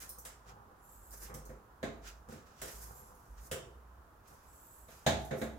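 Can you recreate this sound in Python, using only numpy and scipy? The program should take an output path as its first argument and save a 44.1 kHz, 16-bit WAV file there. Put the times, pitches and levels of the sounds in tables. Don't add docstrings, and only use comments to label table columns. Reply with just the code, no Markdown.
import sys
import numpy as np
from scipy import signal
from scipy.fft import rfft, irfft, next_fast_len
from scipy.io import wavfile
from scipy.ndimage import map_coordinates

SR = 44100
rng = np.random.default_rng(int(sys.argv[2]) if len(sys.argv) > 2 else 0)


def waveform_to_disk(signal):
    frames = np.transpose(np.atleast_2d(signal))
    scaled = np.clip(frames, -1, 1) * 32767
    samples = np.round(scaled).astype(np.int16)
    wavfile.write(sys.argv[1], SR, samples)


N = 246430
TIME = np.arange(N) / SR
CUTOFF_HZ = 15900


def from_db(db):
    return 10 ** (np.asarray(db) / 20)


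def rms(x):
    return np.sqrt(np.mean(x ** 2) + 1e-20)


def at_hz(points, hz):
    f, value = np.transpose(points)
    return np.interp(np.log(np.maximum(hz, 1)), np.log(f), value)


def band(x, low, high, order=2):
    sos = signal.butter(order, [low, min(high, .45 * SR)], "band", fs=SR, output="sos")
    return signal.sosfilt(sos, x)


def coloured(x, spectrum):
    size = next_fast_len(x.shape[-1])
    gain = from_db(at_hz(spectrum, np.fft.rfftfreq(size, 1 / SR)))
    y = irfft(rfft(x, size) * gain, size)[..., :x.shape[-1]]
    return y / rms(y)


def drift(per_s):
    knots = rng.standard_normal(4096)
    return map_coordinates(knots, [TIME * per_s], order=3, mode="wrap")


def add(out, sound, s):
    i = max(round(s * SR), 0)
    out[:, i:i + sound.shape[-1]] += sound[:, :N - i]


def at_ears(x, lag_s=.00034):
    late = np.pad(x, (round(lag_s * SR), 0))[:len(x)]
    return np.array([x, late])


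# [f/Hz, left-right correlation 0-1]
EAR_LIKENESS = [(60, .97), (140, .95), (300, .75), (640, .5), (1400, 0.05), (16000, 0.02)]


def stereo_noise(size):
    mid, side = rfft(rng.standard_normal((2, size)))
    alike = np.clip(at_hz(EAR_LIKENESS, np.fft.rfftfreq(size, 1 / SR)), -.99, .99)
    shared, opposed = np.sqrt(1 + alike) * mid, np.sqrt(1 - alike) * side
    return irfft(shared + opposed * [[1], [-1]], size) / np.sqrt(2)


# [f/Hz, t60/s]
ROOM_DECAY = [(100, 1), (260, 0.67), (700, 0.49), (1840, 0.42), (4850, 0.39), (12800, 0.22)]


def tiled_room(size=32768, build_up_s=0.00093):
    t, hz = np.arange(size) / SR, np.fft.rfftfreq(size, 1 / SR)
    noise, tail = rfft(stereo_noise(size)), 0
    centres, t60s = np.transpose(ROOM_DECAY)
    for weights, t60 in zip(np.eye(len(centres)), t60s):
        one_band = irfft(noise * at_hz(np.c_[centres, weights], hz))
        tail = tail + one_band * from_db(-60 * t / t60)
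    tail = tail * (1 - np.exp(-t / build_up_s))
    return tail / (rms(tail) * np.sqrt(size))


def heard(x, room, wet_db):
    answer = signal.fftconvolve(x, room, axes=1)[:, :x.shape[-1]]
    return x + from_db(wet_db) * answer


# [f/Hz, density level/dB per Hz]
AIR_COLOUR = [(20, -17), (55, 1), (100, -8), (160, -13), (300, -15), (630, -15.5), (1000, -11),
              (1350, -13.5), (1650, -19.5), (2100, -30), (4000, -37), (7000, -36.5), (8500, -39),
              (13000, -35), (16000, -37)]
AIR_DB = -66.5


def air():
    noise = coloured(stereo_noise(next_fast_len(N, True))[:, :N], AIR_COLOUR)
    return from_db(AIR_DB) * noise / rms(band(noise, 300, 1800))


# [start t/s, length t/s, f/Hz, level/dB]
SHUDDER_PUSHES = [(0.0, 0.52, 54.5, -64), (0.817, .07, 54, -71), (0.936, .1, 47, -64.5),
                  (1.06, 0.52, 52, -57.5), (1.85, 0.44, 51.9, -59.5), (2.232, 0.049, 57, -56),
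                  (2.577, 0.084, 54.6, -61.5), (2.725, 0.17, 54.2, -56.5), (2.992, 0.092, 47.4, -67),
                  (3.284, 0.053, 53, -51.5), (3.356, 0.072, 55, -51), (3.485, .05, 55, -58),
                  (3.677, 0.33, 60.6, -61), (4.288, 0.057, 55.4, -62), (4.77, 0.076, 55, -65),
                  (5.117, 0.17, 59.5, -53), (5.41, .18, 65.2, -54.5)]
SHUDDER_ATTACK_S, SHUDDER_FADE_S = 0.029, 0.041


def shudder(waver_hz=2.83, unsteady_db=0.5):
    out, waver = np.zeros(N), waver_hz * drift(21.02)
    for s, length_s, hz, db in SHUDDER_PUSHES:
        released_s = np.maximum(TIME - s - length_s, 0)
        swell = np.clip((TIME - s) / SHUDDER_ATTACK_S, 0, 1)
        gain = swell * from_db(db - 20 * released_s / SHUDDER_FADE_S)
        hum = np.sin(2 * np.pi * np.cumsum(hz + waver) / SR)
        out += gain * np.sqrt(2) * hum
    return out * from_db(unsteady_db * drift(14))


MIN_FADE_S = .06


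def strokes(rows):
    gain = np.zeros(N)
    for s, swell_s, fade_s, db in rows:
        age = np.maximum(TIME - s, 0)
        fall_db = 20 * np.maximum(age - swell_s, 0) / max(fade_s, MIN_FADE_S)
        gain += np.minimum(age / swell_s, 1) ** 2 * from_db(db - fall_db)
    return gain


def friction(rows, colour, room, slips_per_s, size_db, wet_db):
    slips = (rng.random(N) < slips_per_s / SR) * rng.choice([-1, 1], N)
    sizes = from_db(size_db * np.minimum(rng.exponential(1, N), 4))
    rub = heard(at_ears(coloured(slips * sizes, colour)), room, wet_db)
    return rub / rms(rub) * strokes(rows)


# [start t/s, swell t/s, 20 dB fade t/s before the minimum, level/dB]
RUSTLE_STROKES = [(0.0, 0.025, 0.13, -51), (1.10, 0.041, 0.0748, -51), (1.19, 0.038, 0.08, -51.5),
                  (2.63, 0.021, 0.61, -55.5), (2.80, 0.025, 0.03, -55.5), (3.36, 0.11, -0.16, -59.5),
                  (4.265, 0.011, 0.4, -66.5), (4.86, 0.045, 0.54, -66.5), (5.18, 0.011, 0.44, -64.5),
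                  (5.36, 0.032, .15, -62.5)]
# [f/Hz, density level/dB per Hz]
CLOTH_COLOUR = [(1760, 3), (3000, -15), (4260, -7), (4800, -1), (6530, 5.5), (10200, 4), (11800, 7),
                (15500, 2.5), (16000, -14)]


def rustle(room):
    return friction(RUSTLE_STROKES, CLOTH_COLOUR, room, slips_per_s=1300, size_db=6.5, wet_db=14.0)


# [start t/s, swell t/s, 20 dB fade t/s before the minimum, level/dB]
DRAG_STROKES = [(0.0, 0.045, 0.3, -61.5), (.15, 0.037, -0.36, -62), (.42, 0.067, 0.46, -59),
                (1.24, 0.072, 0.3, -55.5), (1.4, 0.064, -0.24, -60.5), (2.25, 0.041, 0.27, -58.5),
                (2.8, 0.084, 0.53, -59.5), (4.25, 0.084, -0.08, -60.5)]
# [f/Hz, density level/dB per Hz]
RUBBER_COLOUR = [(41, -59), (70, -2.5), (224, -11.5), (313, -33), (397, -7), (447, -18), (510, -2),
                 (595, -27), (792, -5.5), (946, -12), (1200, -9), (1560, -18), (2640, -120)]


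def drag(room):
    return friction(DRAG_STROKES, RUBBER_COLOUR, room, slips_per_s=130, size_db=0.5, wet_db=-4.0)


# [start t/s, swell t/s, 20 dB fade t/s before the minimum, level/dB]
SCRAPE_STROKES = [(0.0, 0.0014, 0.09, -47.5), (.42, 0.078, -0.4, -61), (1.16, 0.11, -0.2, -59.5),
                  (2.0, 0.076, 0.0936, -51.5), (2.27, 0.045, 0.2, -61.5), (2.45, .018, 0.84, -73),
                  (2.55, .05, 0.42, -64), (2.66, 0.027, 0.04, -55.5), (3.34, .05, -0.14, -66),
                  (4.22, 0.042, 0.8, -73), (4.86, 0.057, 0.26, -64.5)]
# [f/Hz, density level/dB per Hz]
SLIDE_COLOUR = [(530, -32), (900, -26), (1340, 6), (2250, -2.5), (2450, -2.5), (4360, -4.5), (7490, -0.5),
                (8230, -9), (15000, -12)]


def scrape(room):
    return friction(SCRAPE_STROKES, SLIDE_COLOUR, room, slips_per_s=600, size_db=-2.0, wet_db=28.0)


# [t/s, pitch f/Hz, relative level/dB]
SQUEAL_CURVES = [
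    [(.78, 9436, -82), (.85, 11950, -65.5), (.92, 13900, -61.5), (1.01, 13760, -66), (1.045, 12700, -63),
     (1.1, 14050, -61), (1.23, 11370, -62)],
    [(2.75, 11950, -60), (2.9, 12200, -68), (2.99, 11750, -58), (3.05, 11500, -69), (3.1, 10270, -67)],
    [(4.37, 10300, -91), (4.47, 12960, -68), (4.56, 13640, -63.5), (4.69, 14100, -62.5), (4.76, 13000, -61),
     (4.84, 13650, -65), (5.0, 11250, -76)],
]
# [f/Hz at the reference pitch, pitch following 0-1 (at least 0.1), relative level/dB]
STRANDS = [(7710, 0.2, 0.5), (9900, 0.7, -15), (11500, 1, -11), (13900, 1, 2)]
# [f/Hz, density level/dB per Hz]
HISS_COLOUR = [(3000, -15), (5500, -11), (7400, 6), (8400, -26), (9500, 3.5), (13500, -1.5), (15500, -11)]
SQUEAL_REFERENCE_HZ, SQUEAL_FADE_S = 13900, .02
SQUEAL_WAVER, ROUGHNESS_PER_S = .013, 320


def squeals(room, hiss_db=-2.0):
    gain, pitch = np.zeros(N), np.zeros(N)
    for rows in SQUEAL_CURVES:
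        s, hz, db = np.transpose(rows)
        inside_s = np.minimum(TIME - s[0], s[-1] - TIME)
        sounding = np.clip(inside_s / SQUEAL_FADE_S + 1, 0, 1)
        gain += sounding * from_db(np.interp(TIME, s, db))
        pitch += (sounding > 0) * np.interp(TIME, s, hz) / SQUEAL_REFERENCE_HZ
    strands = 0
    for hz, follows, db in STRANDS:
        glide = hz * pitch ** np.clip(follows, .1, 1) * (1 + SQUEAL_WAVER * drift(25))
        tone = np.sin(2 * np.pi * np.cumsum(glide) / SR)
        strands = strands + from_db(db) * drift(ROUGHNESS_PER_S) * tone
    hiss = from_db(hiss_db) * coloured(rng.standard_normal((2, N)), HISS_COLOUR)
    return heard(gain * (at_ears(strands) + hiss) / 2, room, wet_db=-2.0)


# [t/s, level/dB before the band-pass]
TIP_TICKS = [(0.0024, -42), (0.092, -36.5), (0.185, -43), (1.108, -47), (1.341, -38.5), (1.453, -46.5),
             (2.831, -55), (3.1495, -58.5), (4.275, -60), (5.249, -47.5)]


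def ticks(room, low_hz=6100, size=2048):
    out, t = np.zeros((2, N)), np.arange(size) / SR
    fade = np.exp(-t / .001)
    for s, level_db in TIP_TICKS:
        click = rng.standard_normal(size) * fade
        add(out, from_db(level_db) * at_ears(click), s)
    return heard(band(out, low_hz, CUTOFF_HZ, order=3), room, wet_db=8.5)


# [t/s, direct peak level/dB]
LEVER_TWANGS = [(3.5136, -41.5)]
# [f/Hz, relative level/dB]
LEVER_MODES = [(2620, -3), (2880, -2), (3035, -1.5), (3175, -0.5), (3330, -5), (3600, -3)]
LEVER_T60_S = .09


def twangs(room, wet_db=3.0, size=8192):
    out, t = np.zeros((2, N)), np.arange(size) / SR
    hz, mode_db = np.transpose(LEVER_MODES)[:, :, None]
    for s, peak_db in LEVER_TWANGS:
        signs = rng.choice([-1, 1], hz.shape)
        modes = signs * np.sin(2 * np.pi * hz * t) * from_db(mode_db - 60 * t / LEVER_T60_S)
        ring = np.sum(modes, axis=0)
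        add(out, from_db(peak_db) * at_ears(ring / np.abs(ring).max()), s)
    return heard(out, room, wet_db)


# [f/Hz, relative level/dB, t60 t/s]
RIM_AND_TIRE_MODES = [(84, -2, .3), (143, 2, .38), (225, 1, .3), (278, -11, .28), (345, -12, .35),
                      (382, -13, .6), (416, -9, .7), (508, 2, .2), (524, 2, .28), (648, 4, .25),
                      (664, 1, .4), (697, 2, .45), (756, -12, .55), (814, -9, .7), (1073, -8, .36),
                      (1360, -13, .25), (1459, -12, .25), (1590, -10, .25), (1657, -3, .3), (1789, -4, .23),
                      (2008, -9, .26), (2230, -9, .22), (3268, -11, .17), (3620, -6, .2), (3730, -6, .22),
                      (3836, -2, .24), (3955, -3, .2), (4076, -7, .2)]


def wheel_modes(t, spoke_low_hz=630, spoke_high_hz=870, spoke_db=-16.5, spoke_t60=0.97, swell_s=0.0034, count=14):
    spokes = [(hz, spoke_db, spoke_t60) for hz in rng.uniform(spoke_low_hz, spoke_high_hz, count)]
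    hz, mode_db, t60 = np.transpose(list(RIM_AND_TIRE_MODES) + spokes)[:, :, None]
    likeness = np.clip(at_hz(EAR_LIKENESS, hz), -1, 1)
    apart = np.arccos(likeness) * rng.choice([-1, 1], hz.shape) / 2
    fade = from_db(mode_db - 60 * t / t60) * (1 - np.exp(-t / swell_s))
    return np.array([np.sin(2 * np.pi * hz * t + side * apart) * fade for side in (-1, 1)])


def unit_blow(x):
    return x / rms(x[:, :SR // 20])


# [f/Hz, tire thud level/dB, metal ring level/dB, plastic crack level/dB]
WHEEL_PARTS = [(108, -3, -3, -43), (238, -4.5, -7, -28.5), (470, -0.5, -6, -9.5), (750, -21.5, 0.5, -20),
               (1440, -10.5, -4, -5), (4400, -33.5, -3, -4), (12000, -41.5, -14.5, 0)]
CASING_PART, THUD_PIVOT_HZ = 1, 440


def contact(thud_db, tilt_db, casing_db, ring_db, crack_db):
    hz, thud, ring, crack = np.transpose(WHEEL_PARTS)
    is_casing = np.arange(len(hz)) == CASING_PART
    thud = thud + tilt_db * np.log2(hz / THUD_PIVOT_HZ) + casing_db * is_casing
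    gains = from_db([thud + thud_db, ring + ring_db, crack + crack_db])
    return 20 * np.log10(np.linalg.norm(gains, axis=0))


PART_BORDERS = [65, 185, 320, 600, 950, 2500, 7800, 21000]


def driven(blow, parts_db, order=14):
    size = blow.shape[-1]
    padded = size * 5 // 4
    hz, spectrum = np.fft.rfftfreq(padded, 1 / SR), rfft(blow, padded)
    below = [1 / (1 + (hz / edge) ** order) for edge in PART_BORDERS]
    parts = [irfft(spectrum * (upper - lower))[:, :size] for lower, upper in zip(below, below[1:])]
    return sum(from_db(db) * unit_blow(part) for part, db in zip(parts, parts_db))


# [t/s, tire thud level/dB, thud tilt/dB per octave,
# extra casing level/dB, metal ring level/dB, plastic crack level/dB]
WHEEL_KNOCKS = [(0.25, -78.5, 13, -4, -71.5, -57), (1.297, -61, 5, -3, -86, -80),
                (1.343, -59.5, -3, -2, -92, -63.5), (1.493, -56, 0, -2, -83, -77),
                (1.8287, -45.5, 3.5, 5.5, -53.5, -72), (2.286, -64, -3.5, 3.5, -91, -70),
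                (2.323, -59, 0, 5, -84, -68.5), (2.616, -55.5, 2.5, -6, -64, -51.5),
                (3.513, -46, 1, -11, -73, -49), (4.884, -69, 4, -11.5, -71, -86),
                (5.064, -45.5, 0.5, -0.5, -35, -53.5), (5.309, -41.5, 0.5, -3.5, -57, -78),
                (5.415, -45, 3, 9, -55, -61)]
# [f/Hz, density level/dB per Hz]
METAL_SNAP_COLOUR = [(60, 0), (200, -8), (400, -0.5), (620, 1.5), (850, -2.5), (1150, -6), (1750, -3.5),
                     (2800, -7.5), (3300, -3.5), (3750, 0), (4150, -5.5), (4600, -9), (5700, -12),
                     (6400, -4), (7300, -8), (8600, -17.5), (16000, -23)]
# [f/Hz, density level/dB per Hz]
PLASTIC_SNAP_COLOUR = [(60, -3), (150, -7.5), (260, -5), (480, 0.5), (750, -3), (1200, -3.5), (1900, -3.5),
                       (2500, -7), (3100, -1.5), (4200, -7.5), (5200, -0.5), (7400, -1), (8800, -9),
                       (16000, -15)]
PLASTIC_LIFT_DB = 4.0


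def knocks(room, echo_db=16.0, modes_db=-4.0, scatter_db=1.0, size=32768):
    out, t = np.zeros((2, N)), np.arange(size) / SR
    modes = wheel_modes(t)
    count = modes.shape[1]
    release = np.exp(-t / .0018)
    for s, thud_db, tilt_db, casing_db, ring_db, crack_db in WHEEL_KNOCKS:
        signs = rng.choice([-1, 1], count)
        strengths = from_db(modes_db + scatter_db * rng.standard_normal(count)) * signs
        burst = rng.standard_normal(size) * release
        snap = at_ears(burst / np.linalg.norm(burst)) + from_db(echo_db) * tiled_room()
        if ring_db > crack_db:
            colour, lift_db = METAL_SNAP_COLOUR, 0
        else:
            colour, lift_db = PLASTIC_SNAP_COLOUR, PLASTIC_LIFT_DB
        padded = np.pad(snap, [(0, 0), (0, size // 4)])
        snap = from_db(lift_db) * unit_blow(coloured(padded, colour)[:, :size])
        blow = heard(strengths @ modes, room, wet_db=-16.0) + snap
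        parts_db = contact(thud_db, tilt_db, casing_db, ring_db, crack_db)
        add(out, driven(blow, parts_db), s)
    return out


LEFT_DB, RIGHT_DB = 2, 4


def scene():
    room = tiled_room()
    rubbing = rustle(room) + drag(room) + scrape(room)
    lever = squeals(room) + ticks(room) + twangs(room)
    mix = air() + shudder() + rubbing + lever + knocks(room)
    return mix * from_db([[LEFT_DB], [RIGHT_DB]])


def record(dry):
    return signal.sosfilt(signal.ellip(10, .2, 70, CUTOFF_HZ, fs=SR, output="sos"), dry)


dry = scene()
out = record(dry)
waveform_to_disk(out)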